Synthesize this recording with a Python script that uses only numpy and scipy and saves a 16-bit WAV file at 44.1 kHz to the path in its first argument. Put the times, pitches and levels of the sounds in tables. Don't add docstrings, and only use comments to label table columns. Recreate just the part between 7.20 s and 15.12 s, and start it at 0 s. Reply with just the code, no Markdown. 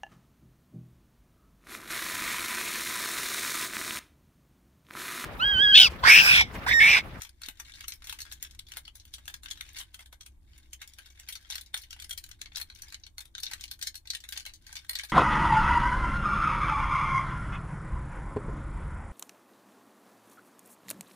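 import sys
import numpy as np
from scipy import signal
from scipy.fft import rfft, irfft, next_fast_len
from scipy.io import wavfile
from scipy.ndimage import uniform_filter1d, map_coordinates

SR = 44100
rng = np.random.default_rng(int(sys.argv[2]) if len(sys.argv) > 2 else 0)


def wav_record(signal):
    frames = np.transpose(np.atleast_2d(signal))
    bounded = np.clip(frames, -1, 1)
    quanta = np.round(bounded * 32767).astype(np.int16)
    wavfile.write(sys.argv[1], SR, quanta)


def voltage_ratio(level):
    return 10 ** (np.asarray(level, float) / 20)


N = 349272
LENGTH = 6144
LEAD = 512


def unit(x):
    return x / np.sqrt(np.mean(x ** 2) + 1e-20)


def along(points, hz):
    point_hz, value = np.transpose(points)
    return np.interp(np.log(hz + 1), np.log(point_hz + 1), value)


def wobble(rate):
    knots = rng.standard_normal(int(N * rate / SR) + 4)
    return map_coordinates(knots, [np.arange(N) * rate / SR])


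def resonance(hz, centre_hz, width_hz):
    return 1 / (1 + (2 * (hz - centre_hz) / width_hz) ** 2)


def rise(hz, edge_hz):
    return 1 - 1 / (1 + (hz / edge_hz) ** 6)


def causal(db):
    cepstrum = irfft(db * np.log(10) / 20)
    half = cepstrum.shape[-1] // 2
    cepstrum[..., 1:half] *= 2
    cepstrum[..., half + 1:] = 0
    return np.exp(rfft(cepstrum))


def coloured_noise(spectrum, alike, humps=()):
    size = next_fast_len(N)
    hz = np.fft.rfftfreq(size, 1 / SR)
    turn = np.arccos(np.clip(along(alike, hz), -1, 1)) / 2
    db = along([(0.46, -120)] + list(spectrum) + [(SR / 2, -120)], hz)
    db += sum(level_db * resonance(hz, centre_hz, width_hz) for centre_hz, width_hz, level_db in humps)
    noise = rfft(rng.standard_normal((2, size)))
    mid, side = irfft(noise * voltage_ratio(db) * [np.cos(turn), np.sin(turn)], size)[:, :N]
    return unit(np.array([mid + side, mid - side]))


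# dull_fade_s and bright_fade_s (time to fall 60 dB), crossover_hz
CAB_ECHO = (0.13, 0.1, 2700)


def cab(count, direct_db, lead_in_db):
    t = (np.arange(LENGTH) - LEAD) / SR
    dull_s, bright_s, cross_hz = CAB_ECHO
    steady = 0.6
    noise = np.sqrt(1 - steady) * rng.standard_normal((count, 2, LENGTH))
    turn = np.linspace(0, np.pi, count)[:, None, None]
    first, second = rng.standard_normal((2, 2, LENGTH))
    noise += np.sqrt(steady) * (np.cos(turn) * first + np.sin(turn) * second)
    patch_db = 2.5 * rng.standard_normal((count, 1, LENGTH // 32))
    noise *= voltage_ratio(patch_db).repeat(32, axis=2)
    close = rng.uniform(1, 3.5, (count, 1, 1))
    noise *= 0.85 * (1 + close * voltage_ratio(-60 * np.abs(t) / 0.02))
    noise[:, 0, LEAD] = voltage_ratio(direct_db)
    noise[:, 1, LEAD + 3] = voltage_ratio(direct_db)
    lead_in = voltage_ratio(lead_in_db + 3 * rng.standard_normal((count, 1, 1)) + 60 * t / 0.05)
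    dull = rfft(noise * np.where(t < 0, lead_in, voltage_ratio(-60 * t / dull_s)))
    crisp = rfft(noise * np.where(t < 0, lead_in, voltage_ratio(-60 * t / bright_s)))
    bright = rise(np.fft.rfftfreq(LENGTH, 1 / SR), cross_hz)
    return dull * (1 - bright) + crisp * bright


def crumple(count, size=7):
    mean_delay_s, strongest_db = 0.009, -8
    delay_s = mean_delay_s * rng.exponential(size=(count, size))
    gain = voltage_ratio(strongest_db - 4 * rng.exponential(size=(count, size)))
    gain *= rng.uniform(size=(count, 1)) ** 0.5
    at = np.minimum(delay_s * SR, LENGTH // 6).astype(int)
    chain = np.zeros((count, LENGTH))
    chain[np.arange(count)[:, None], at] = gain
    chain[:, 0] = 1
    return rfft(chain / np.linalg.norm(chain, axis=1, keepdims=True))[:, None]


# pitch_hz, level_db
FILM_COLOUR = [(300, -44.5), (520, -16), (800, -13.5), (1300, -3), (2000, -1), (4000, -3.5), (5200, -7),
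               (7500, -9), (9000, -0.5), (15400, -5.5), (16200, -41.5)]
# pitch_hz, width_hz, level_db
NEARBY_RESONANCES = [(828, 110, 11), (1614, 183, 12.5), (1917, 116, 8.5), (2202, 170, 9.5),
                     (3060, 110, 7.5), (3560, 270, 5), (4300, 140, 6.5), (6600, 2500, 9.5)]
# pitch_hz, left_minus_right_db
LEFT_LEAN = [(500, -3.5), (1000, 4), (2000, 1), (4000, 4), (8000, 3), (12000, 4.5)]
# low_hz, high_hz
CREASE_BANDS = [(500, 1400), (1400, 2700), (8000, 15500)]


def buckles(rows, ring_db, sharpness, direct_db, lead_in_db):
    ring_hz, *shares_db = np.transpose(rows)[:, :, None]
    hz = np.fft.rfftfreq(LENGTH, 1 / SR)
    colour = along(FILM_COLOUR, hz) + ring_db * resonance(hz, ring_hz, ring_hz / sharpness)
    woken = rng.uniform(0.2, 1.2, (len(NEARBY_RESONANCES), len(rows), 1))
    detune = np.exp(0.025 * rng.standard_normal(woken.shape))
    for wake, shift, (centre_hz, width_hz, level_db) in zip(woken, detune, NEARBY_RESONANCES):
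        colour += wake * level_db * resonance(hz, centre_hz * shift, width_hz)
    panels = uniform_filter1d(rng.standard_normal(colour.shape), size=40, axis=1)
    colour += 3.4 * unit(uniform_filter1d(panels, size=40, axis=1))

    def band_db(low_hz, high_hz):
        inside = (hz > low_hz) & (hz < high_hz)
        return 10 * np.log10(np.sum(voltage_ratio(2 * colour[:, inside]), axis=1, keepdims=True))

    thud_band, body_band, sizzle_band = CREASE_BANDS
    middle_db = band_db(body_band[1], sizzle_band[0])
    thud, body, sizzle = (share + middle_db - band_db(*band) for share, band in zip(shares_db, CREASE_BANDS))
    lower, upper = rise(hz, body_band[0]), rise(hz, body_band[1])
    colour += thud * (1 - lower) + body * (lower - upper) + sizzle * rise(hz, sizzle_band[0])
    colour -= middle_db - 10 * np.log10(LENGTH / 24)
    sides_db = colour[:, None] + along(LEFT_LEAN, hz) * np.array([[0.5], [-0.5]])
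    answer = cab(count=len(rows), direct_db=direct_db, lead_in_db=lead_in_db)
    return irfft(answer * causal(sides_db) * crumple(count=len(rows)))


# strongest_s, level_db, build_s and fade_s (time to change by 20 dB)
SQUEEZES = [(0.0, -41.5, .08, 0.0746), (0.268, -47.5, 0.08, 0.06), (.51, -49.5, 0.16, 0.27),
            (.9, -52.5, 0.22, 0.6), (1.566, -50.5, 0.1, 0.1), (1.8, -61.5, 0.1, 0.6),
            (2.597, -45.5, 0.19, -0.0045), (2.83, -57.5, 0.26, 0), (3.329, -63.5, 0.18, 0.4),
            (3.62, -57.5, -0.01, 2.07), (4.338, -45, 0.1, 0.1), (4.57, -55.5, -0.58, 0.16),
            (4.83, -44, -0.27, -0.17), (5.72, -61, 0.7, 0.27), (6.328, -49, 0.12, 0.18),
            (7.185, -52, 0.17, -0.05), (7.55, -59.5, 0.3, 1), (7.78, -49.5, -0.12, 0.1),
            (7.901, -53.5, 0.04, 11)]


def pressure():
    resting_db = -85.5
    t = np.arange(N) / SR
    power = voltage_ratio(2 * resting_db)
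    for strongest_s, level_db, build_s, fade_s in SQUEEZES:
        pace_s = np.where(t < strongest_s, max(build_s, 0.02), max(fade_s, 0.02))
        power = power + voltage_ratio(2 * (level_db - 20 * np.abs(t - strongest_s) / pace_s))
    return np.sqrt(power)


def rustle(count, kinds=32):
    draw = rng.standard_normal((kinds, 4))
    ring_hz = np.clip(3600 * np.exp(0.404 * draw[:, :1]), 900, 12000)
    shares_db = [-19, -9, -14] + 5 * draw[:, 1:]
    rows = np.hstack([ring_hz, shares_db])
    sound = buckles(rows, ring_db=10, sharpness=5, direct_db=23, lead_in_db=-25)
    clicks = np.zeros((kinds, 1, N))
    clump = voltage_ratio(4 * wobble(30))
    at = rng.integers(N, size=count)
    clicks[rng.integers(kinds, size=count), 0, at] = clump[at] * voltage_ratio(2.8 * rng.exponential(size=count))
    size = next_fast_len(N + LENGTH)
    spectrum = sum(rfft(click, size) * rfft(kind, size) for click, kind in zip(clicks, sound))
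    swarm = irfft(spectrum, size)[:, LEAD:LEAD + N]
    return pressure() * unit(swarm)


# pitch_hz, level_db
ENGINE_TONE = (63.5, -62)
# pitch_hz, relative_level_db
RUMBLE_COLOUR = [(8.8, -20), (15, -1.5), (43, -2), (70, -3), (88, -10), (182, -24.5), (324, -23),
                 (427, -37), (480, -39.5), (620, -69), (1060, -120)]
# pitch_hz, likeness (1 = the same)
RUMBLE_LIKENESS = [(60, 0.91), (130, 0.83), (300, 0.78), (600, 0.18)]
# pitch_hz, width_hz, height_db
RUMBLE_HUMPS = [(89.8, 3.1, 12.5), (140.3, 12, 4), (351, 25, 4)]


def engine():
    middle_db, sink_db_per_s = -59, 0.32
    tone_hz, tone_db = ENGINE_TONE
    phase = 2 * np.pi * np.cumsum(tone_hz * (1 + 0.0038 * wobble(3.38))) / SR
    tone = np.sqrt(2) * voltage_ratio(tone_db + 1.5 * wobble(4)) * np.sin(phase)
    from_middle_s = (np.arange(N) - N / 2) / SR
    rumble_db = middle_db + 1.8 * wobble(3) - sink_db_per_s * from_middle_s
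    rumble = voltage_ratio(rumble_db) * coloured_noise(RUMBLE_COLOUR, RUMBLE_LIKENESS, RUMBLE_HUMPS)
    return (tone + rumble) * voltage_ratio([[0.3], [-0.3]])


# pitch_hz, relative_level_db
HISS_COLOUR = [(300, -55), (500, 1.5), (1000, 1.5), (3000, -29), (8000, -8), (15500, -12), (16600, -67)]


def hiss():
    return voltage_ratio(-79.5) * coloured_noise(HISS_COLOUR, alike=[(1000, 0.0185)])


# start_s, level_db, ring_hz, body_db, sizzle_db
# (body and sizzle are relative to the film's 2.7-8 kHz band)
LARGE_CREASES = [(0.0196, -33.5, 4060, -7, -2.5), (0.05, -40, 3220, -6, -9), (0.2177, -40, 3200, -8, -4),
                 (0.2344, -32.5, 3900, -22, -24), (0.261, -36, 3950, -22, -6.5),
                 (0.286, -31.5, 3800, -4.5, -1.5), (0.3991, -33, 6000, -5, -4),
                 (0.4497, -45.5, 4070, -18, -22), (0.4965, -48.5, 3630, -3, -14),
                 (0.52, -42, 3630, -19, -21), (0.538, -36.5, 3390, -22, -30),
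                 (0.557, -39.5, 4040, -30, -17), (0.6078, -37.5, 3160, -4.5, -11),
                 (0.6416, -40, 3330, -4.5, -26), (0.682, -28, 6000, -9, 2), (0.7214, -33, 6240, -11.5, -13),
                 (0.7374, -42, 5240, -14, 1.5), (0.822, -43.5, 3980, -2.5, -11),
                 (0.843, -37, 5800, -10, -6), (0.8715, -37, 3460, -15, -3), (0.8959, -28.5, 3680, -9.5, -6),
                 (0.9262, -30, 3200, -7, -5), (0.9885, -39, 3080, -4, -6), (1.004, -30.5, 4320, -18, -9),
                 (1.0172, -32.5, 4370, -25, -9), (1.053, -46.5, 4930, -2, -6),
                 (1.0647, -45.5, 3300, 1, -26), (1.115, -38, 3200, -10, -15), (1.1236, -37, 4250, -8.5, 3),
                 (1.1312, -35, 6400, -32, -19), (1.2268, -32, 6700, -9.5, 1),
                 (1.2483, -37.5, 3380, -8.5, -13), (1.31, -41, 3230, -25, -13),
                 (1.349, -49, 4000, -14, -11), (1.392, -32.5, 3230, -19, -11.5),
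                 (1.4686, -41.5, 3480, -24.5, -21), (1.4863, -43, 3530, -11, -8),
                 (1.519, -36.5, 3200, -12, -9.5), (1.537, -42, 3300, -11, -13),
                 (1.57, -33.5, 3300, -6, 3.5), (1.652, -38.5, 4600, -17, -21),
                 (1.6787, -37.5, 3270, -13.5, -20), (1.755, -42, 4020, -13.5, 0.5),
                 (1.799, -38.5, 4200, -26, -19), (1.853, -44, 3300, -19, -4), (1.939, -25, 3400, -22, -13),
                 (1.9829, -46.5, 3300, -5.5, -8), (2.0557, -42, 6160, -18, -6.5),
                 (2.0794, -28, 3080, -10, -5.5), (2.1406, -32, 6300, -11.5, -10),
                 (2.234, -37.5, 3550, -7.5, -1), (2.259, -37.5, 3740, -1, -14),
                 (2.285, -33, 3400, -16, -23), (2.3042, -34.5, 3500, -16, -9),
                 (2.3108, -27, 3200, -16, -13), (2.316, -35.5, 3360, -11, -9),
                 (2.3555, -45, 3600, -15, -18), (2.374, -41.5, 3740, -9, -13),
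                 (2.409, -32.5, 3560, -1.5, -7.5), (2.4536, -47, 3600, -12, -32),
                 (2.4825, -48, 3130, -21, -31), (2.532, -55, 3350, -16, 8), (2.567, -34, 4450, -43, -14),
                 (2.586, -29, 3130, -28, -7.5), (2.602, -32.5, 3240, -7, -7), (2.611, -35, 3540, -7.5, -10),
                 (2.7438, -34, 3200, -14.5, -8), (2.792, -43, 3320, -2.5, -5),
                 (2.8074, -44.5, 3100, -9, -3), (2.8593, -46, 3220, -8, -5.5),
                 (2.9271, -42, 3580, -4, -4.5), (3.009, -37, 3350, -17.5, -15),
                 (3.0622, -40, 3060, -13.5, -5), (3.333, -53, 3270, -9.5, -25),
                 (3.379, -53.5, 6910, -30, 5), (3.532, -32, 6500, -12.5, -7),
                 (3.617, -36, 3740, -1.5, -3.5), (3.676, -40, 6750, -24, -4.5),
                 (3.7357, -44, 5450, -20.5, -8), (3.786, -36, 3160, -9.5, -10),
                 (3.8592, -43.5, 3700, -10.5, -11.5), (3.998, -39, 2960, -10.5, -4),
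                 (4.034, -46.5, 3840, -9, -21), (4.0874, -30, 6430, -5, -2.5),
                 (4.125, -27.5, 3450, -20, -7.5), (4.154, -32.5, 3560, -12.5, -12),
                 (4.248, -50.5, 3240, -3.5, -24), (4.301, -31, 3350, -10, -9.5),
                 (4.308, -29.5, 3350, -18, -8.5), (4.323, -29, 3300, -23, -32),
                 (4.345, -37.5, 3620, -14, -17), (4.355, -30, 4200, -12.5, -4.5),
                 (4.3811, -32, 3560, -11, -12.5), (4.411, -36.5, 4430, -26, -4.5),
                 (4.461, -41, 4200, -61, -20), (4.5425, -24, 3520, -7.5, -6.5),
                 (4.575, -30.5, 5360, -19.5, -4), (4.6183, -40, 4310, -28, -3),
                 (4.6354, -35.5, 3570, -13.5, -35), (4.707, -35.5, 3280, -12, -12),
                 (4.729, -31.5, 2920, -16, -17.5), (4.764, -50, 3480, -0.5, -8),
                 (4.791, -47, 3400, -5, -16), (4.7998, -36, 3420, -14, -6), (4.8225, -35, 3120, -16, -7.5),
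                 (4.8445, -36.5, 5230, -10, -6.5), (4.8944, -35.5, 3240, -13, 0.5),
                 (4.909, -24.5, 3240, -17, -9.5), (4.977, -32, 4460, -9, 1), (5.04, -33, 7060, -17, -10),
                 (5.0905, -48, 6650, -4, 4.5), (5.114, -36.5, 4300, -14.5, -15),
                 (5.192, -54.5, 3870, -8, -12), (5.2154, -29, 3880, -13.5, -12),
                 (5.2586, -34, 4300, -9.5, -25), (5.3195, -46, 3500, -7, -62),
                 (5.349, -39.5, 3700, -9.5, -21), (5.3582, -24.5, 3650, -24, -24),
                 (5.3702, -24.5, 4160, -11, -7.5), (5.4, -34, 3570, -7, -2.5),
                 (5.4137, -31, 4060, -12.5, -5), (5.5, -40, 4030, -11.5, -22),
                 (5.5495, -45.5, 5660, -23, -5), (5.5586, -44, 4290, -11.5, -32),
                 (5.6203, -36.5, 5860, -20, -6), (5.6337, -45, 5900, -2.5, -23),
                 (5.702, -46, 3950, -23, -14), (5.724, -38, 4270, -5.5, -8.5),
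                 (5.7439, -33, 4230, -11, -18), (5.8363, -33.5, 3940, -32, -59),
                 (5.8653, -42.5, 4130, -11, -14.5), (5.9814, -36.5, 4300, -7, -5),
                 (6.0071, -36, 3530, -9, -5), (6.055, -44, 3560, -16, -6), (6.151, -30.5, 3700, -15.5, -30),
                 (6.181, -30, 3760, -17, -19), (6.2014, -38.5, 4400, -17, -2),
                 (6.233, -22, 5250, -22, -12.5), (6.266, -22, 3850, -23, -58),
                 (6.3132, -31.5, 4340, -6, -8), (6.3347, -29, 4300, -6.5, -10),
                 (6.41, -30, 3830, -21, -14.5), (6.439, -31, 2830, -17.5, -10.5),
                 (6.479, -39.5, 4020, -24, -25), (6.513, -27, 4130, -16.5, -8.5),
                 (6.592, -47.5, 6500, -8, -2), (6.614, -31.5, 3640, -12, -14.5),
                 (6.626, -22.5, 3700, -16.5, -8.5), (6.6714, -20.5, 4650, -17, -12),
                 (6.7434, -39, 4060, -14.5, -11), (6.7549, -30.5, 4350, -20, -6),
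                 (6.8553, -50, 4320, -3, -17), (6.873, -34.5, 4230, -19, -15.5),
                 (6.903, -20, 4300, -23.5, -19), (6.9348, -31, 4360, -12, -18),
                 (6.9498, -24, 3980, -11.5, -13.5), (7.004, -34.5, 4830, -25, -19),
                 (7.0392, -36.5, 3560, -5, -11.5), (7.0893, -33.5, 3800, -14, -4.5),
                 (7.1236, -27.5, 4580, -8, -7), (7.1648, -31.5, 3900, -19, -28),
                 (7.1748, -26, 4400, -10, -13), (7.2055, -35, 4940, -13, -12.5),
                 (7.253, -32.5, 2980, -13, -17), (7.2632, -31.5, 2830, -11.5, -10.5),
                 (7.294, -41.5, 3970, -10, -20), (7.337, -35.5, 4500, -22, -11),
                 (7.4665, -39, 4670, -11, -12), (7.4929, -50.5, 4300, 0, -10),
                 (7.528, -36.5, 4930, -10.5, -8), (7.5552, -28, 3330, -15, -13.5),
                 (7.5675, -29, 4250, -11.5, -16), (7.6945, -26, 4300, -8, 0.5),
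                 (7.732, -32.5, 4300, -11, -10), (7.754, -22, 4300, -19.5, -17.5),
                 (7.7877, -24.5, 4030, -15, -16), (7.796, -25.5, 3120, -7, -27),
                 (7.8354, -33, 4200, -9, -6.5), (7.8487, -37, 4030, -12, -2.5),
                 (7.898, -33.5, 4500, -32, -14.5)]


def snaps():
    start_s, level_db, ring_hz, body_db, sizzle_db = np.transpose(LARGE_CREASES)
    thud_db = body_db - 10 - 0.26 * (level_db + 35) + 4 * rng.standard_normal(len(start_s))
    rows = np.transpose([ring_hz, thud_db, body_db, sizzle_db])
    sound = buckles(rows, ring_db=8.5, sharpness=7.5, direct_db=22, lead_in_db=-17)
    sound *= voltage_ratio(level_db)[:, None, None]
    start = np.round(start_s[:, None] * SR).astype(int)
    where = (start + np.arange(LENGTH)).ravel()
    sides = [np.bincount(where, sound[:, side].ravel(), N + LENGTH)[LEAD:][:N] for side in (0, 1)]
    return np.array(sides)


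# start_s, level_db, pitch_hz (centre of a blurred pitch)
CREASE_THUDS = [(0.283, -50, 306), (1.569, -56.5, 655), (2.6, -58, 726), (2.927, -51, 800),
                (4.54, -48, 674), (5.4, -58, 656), (7.836, -52.5, 793)]


def thuds():
    fade_s, rise_s = 0.057, 0.0018
    out, t = np.zeros(N + SR), np.arange(SR // 8) / SR
    for start_s, level_db, pitch_hz in CREASE_THUDS:
        tones_hz = pitch_hz * np.exp(0.237 * rng.standard_normal((10, 1)))
        ring = np.sin(2 * np.pi * tones_hz * t).sum(axis=0) / 3
        thud = voltage_ratio(level_db - 60 * t / fade_s) * ring * (1 - np.exp(-t / rise_s))
        out[round(start_s * SR):][:len(t)] += thud
    return out[:N]


def scene():
    return snaps() + rustle(count=2000) + thuds() + engine() + hiss()


def band_limit(x):
    return signal.sosfilt(signal.butter(12, 16830, fs=SR, output="sos"), x)


def record(dry):
    return band_limit(dry)


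dry = scene()
out = record(dry)
wav_record(out)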